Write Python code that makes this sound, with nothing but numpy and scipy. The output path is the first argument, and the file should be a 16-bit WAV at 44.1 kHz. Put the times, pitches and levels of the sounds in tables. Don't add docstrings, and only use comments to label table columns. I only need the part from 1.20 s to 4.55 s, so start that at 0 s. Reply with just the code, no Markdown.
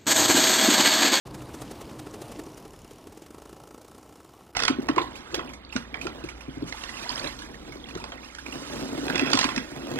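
import sys
import numpy as np
from scipy import signal
from scipy.fft import rfft, irfft
from scipy.io import wavfile
from scipy.ndimage import uniform_filter1d

SR = 44100
rng = np.random.default_rng(int(sys.argv[2]) if len(sys.argv) > 2 else 0)


def transcribe(signal):
    frames = np.atleast_2d(signal).T
    limited = np.clip(frames, -1, 1)
    pcm = np.round(limited * 32767).astype(np.int16)
    wavfile.write(sys.argv[1], SR, pcm)


def voltage_ratio(level):
    return 10 ** (np.asarray(level, float) / 20)


N = 147735
COAST_END_S = 1.8

# (time [s], peak [dB], thump over spit [dB])
COAST_FIRINGS = [(0.0685, -37, 0), (0.1429, -32.5, 1), (0.2165, -36, 7), (0.2897, -41.5, 12),
                 (0.3414, -32, 4), (0.4159, -30, 5), (0.5108, -31.5, 3), (0.6101, -31.5, 2),
                 (0.7093, -39, 8.5), (0.7912, -31, -17), (0.8655, -35, 10.5), (0.9384, -32.5, 6.5),
                 (1.0157, -31.5, 1), (1.116, -33, 6), (1.1912, -31, 7), (1.264, -40.5, 10.5),
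                 (1.3734, -35, 2), (1.4513, -39, 10), (1.5339, -44, 10), (1.6453, -48, 14), (1.709, -39, 7),
                 (1.7828, -47, 10)]
# (time [s], peak [dB], thump over spit [dB])
PULL_FIRINGS = [(1.8698, -40, 7.5), (1.9228, -40.5, 1.5), (1.973, -39, 1.5), (2.0194, -39.5, 1),
                (2.062, -39.5, 0), (2.1045, -41, 5.5), (2.1439, -41.5, 1.5), (2.1811, -41.5, 3),
                (2.2186, -41, 4), (2.2541, -41.5, 3), (2.2925, -40.5, 2.5), (2.3272, -40.5, 2.5),
                (2.3632, -43, 3.5), (2.3992, -43, 3), (2.4353, -44, 4.5), (2.4717, -41.5, 1),
                (2.5074, -42, 2), (2.543, -40, 1), (2.5779, -43.5, -1), (2.6133, -41, -7), (2.646, -44, -4),
                (2.68, -42.5, 1.5), (2.713, -44.5, 4), (2.7464, -42.5, -3), (2.7794, -42.5, 2)]
# (time [s], peak [dB], thump over spit [dB])
EASE_FIRINGS = [(2.8274, -44.5, 2), (2.8596, -49, 5), (2.891, -46.5, 2), (2.9236, -46.5, -6),
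                (2.9558, -44, 0), (3.0011, -45.5, 6), (3.0453, -44, -1.5), (3.091, -47.5, 2),
                (3.1356, -49.5, 4.5), (3.1642, -55, -3), (3.1902, -56.5, 9), (3.2059, -48.5, 4.5),
                (3.264, -50, 4), (3.2902, -58.5, 8), (3.3345, -65, 1)]
# (time [s], speed [turns/s])
CRANK_SPEED = [(0, 40), (1.3, 39), (1.6, 35), (1.9, 38), (2.2, 55), (2.75, 61), (3, 66), (3.35, 66)]
# (frequency [Hz], level [dB], t60 [s])
MUFFLER_MODES = [(415.7, -6, 0.017), (315, -9, 0.015), (638, -17.5, 0.018), (1784, -26.5, 0.018)]
# (frequency [Hz], level [dB], t60 [s])
TAILPIPE_MODES = [(517, -16, 0.0081), (850, -5, 0.028), (1110, -3, 0.03), (1320, -6, 0.07),
                  (1410, -14, 0.03), (1720, -20, 0.025), (2924, -18, 0.03)]
# (frequency [Hz], level [dB], t60 [s])
BODY_MODE = (360, 4, .05)
SPIKE_TIMES = [2.1477, 2.1851, 2.2222, 2.2595, 2.2959, 2.3313, 2.3673, 2.403, 2.4393, 2.4751, 2.5115,
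               2.5472, 2.5827, 2.6174, 2.6518, 2.6854, 2.7186, 2.7512, 2.7843, 2.8321, 2.864, 2.896, 2.9277,
               2.959, 3.0047, 3.0506, 3.095, 3.1395]
# (time [s], spike level [dB])
SPIKE_LOAD = [
    (0, -10),
    (2.11, -12),
    (2.14, -3.5),
    (2.6, -3),
    (3.35, -1),
]
# (time [s], level [dB])
POP_LEVEL = [(2.11, -70), (2.14, -42), (2.55, -42.5), (2.75, -47), (3.35, -50)]
# (time [s], lead [s])
BLOW_LEAD = [(1.75, .0012), (1.85, .0032)]
# (frequency [Hz], density [dB/Hz])
SPIT_SPECTRUM = [(300, 9), (1200, -6), (2500, -10), (5000, -11), (9000, -12), (12000, -17.5),
                 (15500, -21.5)]
# (frequency [Hz], level [dB], t60 [s])
TICK_MODES = [(2950, -6.5, 0.019), (4480, -20, 0.012), (5310, -6.5, 0.017), (5920, -9, 0.017),
              (7000, -6, 0.015), (9000, -7.5, 0.013), (10200, -7.5, 0.013), (12160, -13, 0.021)]
# (time [s], tick [dB], frame shake [dB])
TURN_LEVEL = [(0, -80, -63), (1.2, -50.5, -61), (1.6, -46, -50.5), (2.0, -54.5, -63), (3.35, -56.5, -66)]
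# (time [s], peak [dB], frequency [Hz])
HIGH_PINGS = [(0.1092, -47, 9060), (0.2575, -44, 9500), (0.3421, -52, 9300), (0.3835, -53, 9150),
              (0.4114, -41, 8600), (0.5097, -54, 10100), (0.5541, -48, 8100), (0.5771, -53, 9000),
              (0.601, -47, 9000), (0.6544, -51, 8970), (0.6769, -48, 9440), (0.8325, -50, 9060),
              (0.9103, -49, 7940), (1.0814, -43, 9090), (1.2361, -49, 7840), (1.2855, -51, 8930)]
# (time [s], peak [dB], frequency [Hz])
MID_PINGS = [(0.1096, -44, 4480), (0.2214, -45, 7260), (0.2564, -46, 4000), (0.2678, -48, 4750),
             (0.3396, -44, 5750), (0.3865, -44, 4250), (0.4788, -47, 4830), (0.5112, -40, 6390),
             (0.5541, -49, 5400), (0.5771, -46, 4540), (0.61, -42, 6950), (0.654, -47, 4690),
             (0.6659, -48, 5160), (0.6764, -45, 4460), (0.7088, -53, 6060), (0.7203, -48, 4390),
             (0.7324, -47, 4720), (0.9098, -44, 5890), (1.082, -41, 4500), (1.1613, -41, 5300),
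             (1.237, -39, 7200), (1.264, -41, 5840), (1.2855, -45, 4480), (1.3174, -48, 5890),
             (1.3438, -44, 5860)]
# (time [s], peak [dB], frequency [Hz])
LOW_PINGS = [(0.2064, -44, 2720), (0.2394, -48, 3110), (0.2564, -49, 3020), (0.3017, -43, 2460),
             (0.3864, -48, 3090), (0.4784, -43, 3060), (0.5534, -50, 2360), (0.6534, -49, 2970),
             (0.7064, -47, 2800), (0.8314, -51, 2700), (1.1604, -40, 2770), (1.2854, -49, 2540),
             (1.422, -46, 2690)]
# (time [s], wind [dB], hiss [dB], cavity [dB])
AIR_ONSET = [
    (.07, -48.5, -57, -51),
    (.13, -49.5, -57.5, -47),
    (.21, -49.5, -57, -45),
]
# (time [s], wind [dB], hiss [dB], cavity [dB])
AIR_LEVEL = [(0.25, -49, -56.5, -50.5), (0.53, -50, -55, -45), (0.59, -50.5, -56, -59),
             (0.67, -49.5, -56.5, -45), (0.72, -47, -56, -49), (0.79, -50, -56.5, -45),
             (1.14, -48.5, -56, -52.5), (1.18, -49, -56.5, -43), (1.5, -53.5, -61.5, -59.5),
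             (1.52, -54, -61.5, -71), (1.85, -57, -65, -56.5), (2.22, -57, -65, -58),
             (2.81, -56.5, -67.5, -64), (3.01, -59, -66, -57), (3.06, -59.5, -67, -70),
             (3.3, -59.5, -69.5, -76)]
# (frequency [Hz], density [dB/Hz])
WIND_SPECTRUM = [(13, -31), (22, -14), (54, 3), (228, -2), (296, -0.5), (444, -4.5), (533, -5), (1090, -10),
                 (1800, -27), (2340, -41), (3960, -120)]
# (frequency [Hz], density [dB/Hz])
HISS_SPECTRUM = [(710, 4.5), (1200, -5), (1880, -3.5), (2770, -4), (3580, -5.5), (9170, -11.5),
                 (15500, -21.5)]
# (frequency [Hz], level [dB])
SIDE_SPECTRUM = [(60, -24.5), (110, -25), (200, -35.5), (380, -31.5), (700, -26), (1290, -26), (2380, -20),
                 (4400, -21), (8120, -20), (15000, -15)]
# (time [s], level [dB])
SIDE_TRIM = [(0, -1), (2.0, -1), (2.7, -4), (3.35, -4)]


def table(rows):
    return np.array(rows, float).T


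def noise(points):
    hz, db = table(points)
    log_f = np.log(np.maximum(np.arange(N // 2 + 1) * SR / N, 1))
    knots = np.log(np.r_[hz[0] / 4, hz, hz[-1] * 4])
    db = np.interp(log_f, knots, np.r_[db[0] - 30, db, db[-1] - 40])
    x = irfft(rfft(rng.standard_normal(N)) * voltage_ratio(db), N)
    return x / x.std()


def ring(x, hz, t60_s):
    pole = np.exp(2j * np.pi * hz / SR - np.log(1000) / (t60_s * SR))
    return signal.lfilter([1], [1, -pole], x).imag


def clicks(times_s, sizes):
    x = np.zeros(N)
    np.add.at(x, np.clip((times_s * SR).astype(int), 0, N - 1), sizes)
    return x


def walk(rate_hz):
    k = int(SR / rate_hz)
    held = np.repeat(rng.standard_normal(N // k + 1), k)
    return 0.89 * uniform_filter1d(uniform_filter1d(held, k), k)[:N]


def crank_turns(fired_s):
    speed = np.interp(fired_s[1:], *table(CRANK_SPEED))
    per_gap = np.maximum(np.round(np.diff(fired_s) * speed), 1)
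    count = np.r_[0, np.cumsum(per_gap)]
    return np.interp(np.arange(count[-1] + 1), count, fired_s)


def turn_phase(t, turn_times):
    return np.interp(t, turn_times, np.arange(len(turn_times)))


def thump(fired_s, db):
    pop_s, push_s, scatter_db, spike_late_s = 0.001, 0.0003, 0.5, 0.0042
    modes = list(MUFFLER_MODES) + list(TAILPIPE_MODES)
    chance = rng.standard_normal((len(fired_s), len(modes) + 1))
    sizes = voltage_ratio(db[:, None] + table(modes)[1] + scatter_db * chance[:, 1:]).T

    spikes = fired_s + spike_late_s
    known = np.array(SPIKE_TIMES)
    spikes[np.abs(spikes[:, None] - known).argmin(axis=0)] = known

    pop_size = voltage_ratio(np.interp(fired_s, *table(POP_LEVEL)) + chance[:, 0])
    out = np.convolve(clicks(spikes - pop_s / 2, pop_size), np.hanning(int(pop_s * SR)))[:N]

    lead_s = np.interp(fired_s, *table(BLOW_LEAD))
    for (hz, _, t60_s), size in zip(MUFFLER_MODES, sizes):
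        blow = clicks(spikes - lead_s - 0.24 / hz, size)
        out = out + ring(ring(blow, hz, t60_s), hz, t60_s) * 40 / (t60_s * SR)

    push = np.hanning(int(push_s * SR) + 3)
    load = voltage_ratio(np.interp(fired_s, *table(SPIKE_LOAD)))
    for (hz, _, t60_s), size in zip(TAILPIPE_MODES, sizes[len(MUFFLER_MODES):]):
        spike = clicks(spikes - 0.25 / hz - push_s / 2, size * load)
        out = out + ring(np.convolve(spike, push / push.sum())[:N], hz, t60_s)
    return out


def spit(fired_s, db, thump_db):
    level_db, fall_s, tail_s, tail_db = -10.5, 0.0056, 0.0038, -8.5
    dull_hz, dull_from_db, load_bright_db = 4000, 5.5, 1.5
    before = 1500
    t = np.arange(-before, 4000) / SR
    gas = noise(SPIT_SPECTRUM) * voltage_ratio(0.81 * walk(300))
    low = signal.sosfiltfilt(signal.butter(2, dull_hz, fs=SR, output="sos"), gas)
    coast = fired_s < COAST_END_S
    top_db = np.where(coast, -np.maximum(thump_db - dull_from_db, 0), load_bright_db)
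    starts = fired_s - 0.001 * coast
    out = 0
    # (firings, leak [s], leak [dB], rise [s], hold [s])
    for some, lead_s, lead_db, rise_s, hold_s in ((coast, 0.005, -8, 0.0019, 0.0069),
                                                  (~coast, 0.0014, -8, 0.0007, 0.004)):
        after = np.maximum(t - rise_s - hold_s, 0)
        fall = np.exp(-after / fall_s) + voltage_ratio(tail_db) * np.exp(-after / tail_s)
        leak = voltage_ratio(lead_db) * np.exp(np.minimum(t, 0) / lead_s)
        shape = fall * np.maximum(np.clip(t / rise_s, 0, 1), leak)
        for part, part_db in ((low, db), (gas - low, db + top_db)):
            bursts = clicks(starts, some * voltage_ratio(part_db + level_db))
            out = out + part * signal.fftconvolve(bursts, shape)[before:N + before]
    return out


def drone(t, turn_times):
    level_db, growth_db_s = -64, 3
    phase = turn_phase(t, turn_times) % 1
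    gas = rng.standard_normal(N) * np.exp(-phase / 0.24)
    modes = list(TAILPIPE_MODES[1:]) + [BODY_MODE]
    hum = sum(voltage_ratio(db) * ring(gas, hz, t60_s) for hz, db, t60_s in modes)
    growth_db = growth_db_s * np.maximum(t - SPIKE_LOAD[3][0], 0)
    return hum / hum.std() * voltage_ratio(level_db + np.interp(t, *table(SPIKE_LOAD)) + growth_db)


def piston(t, turn_times):
    scatter_db, detune, late_s = 3, 0.025, 0.000684
    scrape_db, scrape_s = -15.5, 0.0031
    s, tick_db, shake_db = table(TURN_LEVEL)
    hz, mode_db, t60_s = table(TICK_MODES)
    chance = rng.standard_normal((len(turn_times), 3, len(hz)))
    out = np.zeros(N + 2000)
    age = np.arange(1000)[:, None] / SR
    for start, (size, tune, late) in zip(turn_times, chance):
        since = np.maximum(age - late_s * np.abs(late), 0)
        tones = np.sin(2 * np.pi * hz * (1 + detune * tune) * since)
        modes = voltage_ratio(mode_db + scatter_db * size) * tones * 1000. 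** (-since / t60_s)
        scrape = np.diff(rng.standard_normal(1001)) * np.exp(-age[:, 0] / scrape_s)
        scrape = scrape * voltage_ratio(scrape_db + scatter_db * size[0])
        level = voltage_ratio(np.interp(start, s, tick_db))
        out[int(start * SR):][:1000] += level * (modes.sum(axis=1) + scrape)
    shake = voltage_ratio(np.interp(t, s, shake_db) + 2.0 * walk(9.6))
    return out[:N] + shake * np.sin(2 * np.pi * turn_phase(t, turn_times))


def pings():
    level_db, rise_s, t60_s, roughness, glide = -1, 0.001, 0.014, 1.2, 0.051
    out = np.zeros(N + 1000)
    age = np.arange(1000) / SR
    rattle = walk(2000)
    shape = np.clip(age / rise_s, 0, 1) * 1000. ** (-age / t60_s)
    bend = 1 + glide * (age / 0.0072 - 0.5)
    for s, db, hz in list(HIGH_PINGS) + list(MID_PINGS) + list(LOW_PINGS):
        start = int(s * SR)
        rough = 1 + roughness * rattle[start:][:1000]
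        out[start:][:1000] += voltage_ratio(db + level_db) * shape * rough * np.sin(2 * np.pi * hz * age * bend)
    return out[:N]


def gusty_bands(points, low_hz, high_hz, gust_db):
    flicker_db, buffet_hz, buffet_fade_db_s = 2, 45, -4
    spectrum = rfft(noise(points))
    octave = np.log2(np.arange(N // 2 + 1) * SR / N + 1)
    out = 0
    for centre in np.arange(np.log2(low_hz), np.log2(high_hz), 0.5):
        weight = np.cos(np.pi * np.clip(octave - centre, -0.5, 0.5)) ** 2
        fade_db = buffet_fade_db_s * np.arange(N) / SR / (1 + (2 ** centre / buffet_hz) ** 4)
        out = out + irfft(spectrum * weight, N) * voltage_ratio(gust_db + fade_db + flicker_db * walk(14))
    return out


def cavity_ring(t):
    width_hz, steadiness, low_db, low_fade_db_s = 25, 0.9, 1.5, -9
    high, low = [ring(rng.standard_normal(N), hz, 2.24 / width_hz) for hz in (309.8, 130)]
    high = high / np.abs(signal.hilbert(high)) ** steadiness
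    return high / high.std() + low / low.std() * voltage_ratio(low_db + low_fade_db_s * t)


def air(t, turn_times):
    s, wind_db, hiss_db, cavity_db = table(list(AIR_ONSET) + list(AIR_LEVEL))
    gust_db = 1.38 * walk(6.07)
    wind = gusty_bands(WIND_SPECTRUM, 11.9, 4000, gust_db) * voltage_ratio(np.interp(t, s, wind_db) + 4.5)
    hiss = gusty_bands(HISS_SPECTRUM, 505, 22000, gust_db)
    puff_db = -0.5 * np.cos(2 * np.pi * turn_phase(t, turn_times) - 1.0)
    crackle_db = 2.5 * walk(150)
    hiss = hiss * voltage_ratio(np.interp(t, s, hiss_db) + 2.5 + puff_db + crackle_db)
    cavity = cavity_ring(t) * voltage_ratio(np.interp(t, s, cavity_db) + 0.34 * gust_db)
    return wind + hiss + cavity


def side_signal(t, mid):
    patch_db = 4.5
    smear = rng.standard_normal(1200)
    side = signal.fftconvolve(mid, smear / np.sqrt(np.sum(smear ** 2)))[600:N + 600]
    hz, side_db = table(SIDE_SPECTRUM)
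    log_f = np.log(np.arange(N // 2 + 1) * SR / N + 1)
    side = irfft(rfft(side) * voltage_ratio(np.interp(log_f, np.log(hz), side_db)), N)
    return side * voltage_ratio(np.interp(t, *table(SIDE_TRIM)) + patch_db * walk(14))


def scene():
    start_s, fade_in_s, self_noise_db = 0.051, 0.0071, -68
    t = np.arange(N) / SR
    fired_s, db, thump_db = table(list(COAST_FIRINGS) + list(PULL_FIRINGS) + list(EASE_FIRINGS))
    turn_times = crank_turns(fired_s)
    blow_db = db + thump_db - 3.5 - 2 * (fired_s < COAST_END_S)
    mid = thump(fired_s, blow_db) + spit(fired_s, db, thump_db)
    mid = mid + pings() + piston(t, turn_times)
    mid = mid + air(t, turn_times) + drone(t, turn_times)
    mid = mid + voltage_ratio(self_noise_db) * rng.standard_normal(N)
    stereo = mid + side_signal(t, mid) * np.array([[1], [-1]])
    return stereo * np.clip((t - start_s) / fade_in_s, 0, 1)


def band_limit(x):
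    return signal.sosfilt(signal.butter(12, 16350, fs=SR, output="sos"), x)


def record(dry):
    bass_hz, top_hz = 42, 15400
    dropout_s, dropout_length_s, dropout_hz, dropout_db = 3.3215, 0.0105, 1600, -16
    x = signal.sosfilt(signal.butter(2, bass_hz, "high", fs=SR, output="sos"), dry)
    x = signal.sosfilt(signal.ellip(10, 0.2, 70, top_hz, fs=SR, output="sos"), x)
    gap = np.abs(np.arange(N) / SR - dropout_s) < dropout_length_s / 2
    treble = signal.sosfiltfilt(signal.butter(4, dropout_hz, "high", fs=SR, output="sos"), x)
    mix = x - treble * (1 - voltage_ratio(dropout_db)) * uniform_filter1d(1. * gap, size=60)
    return band_limit(mix)


dry = scene()
out = record(dry)
transcribe(out)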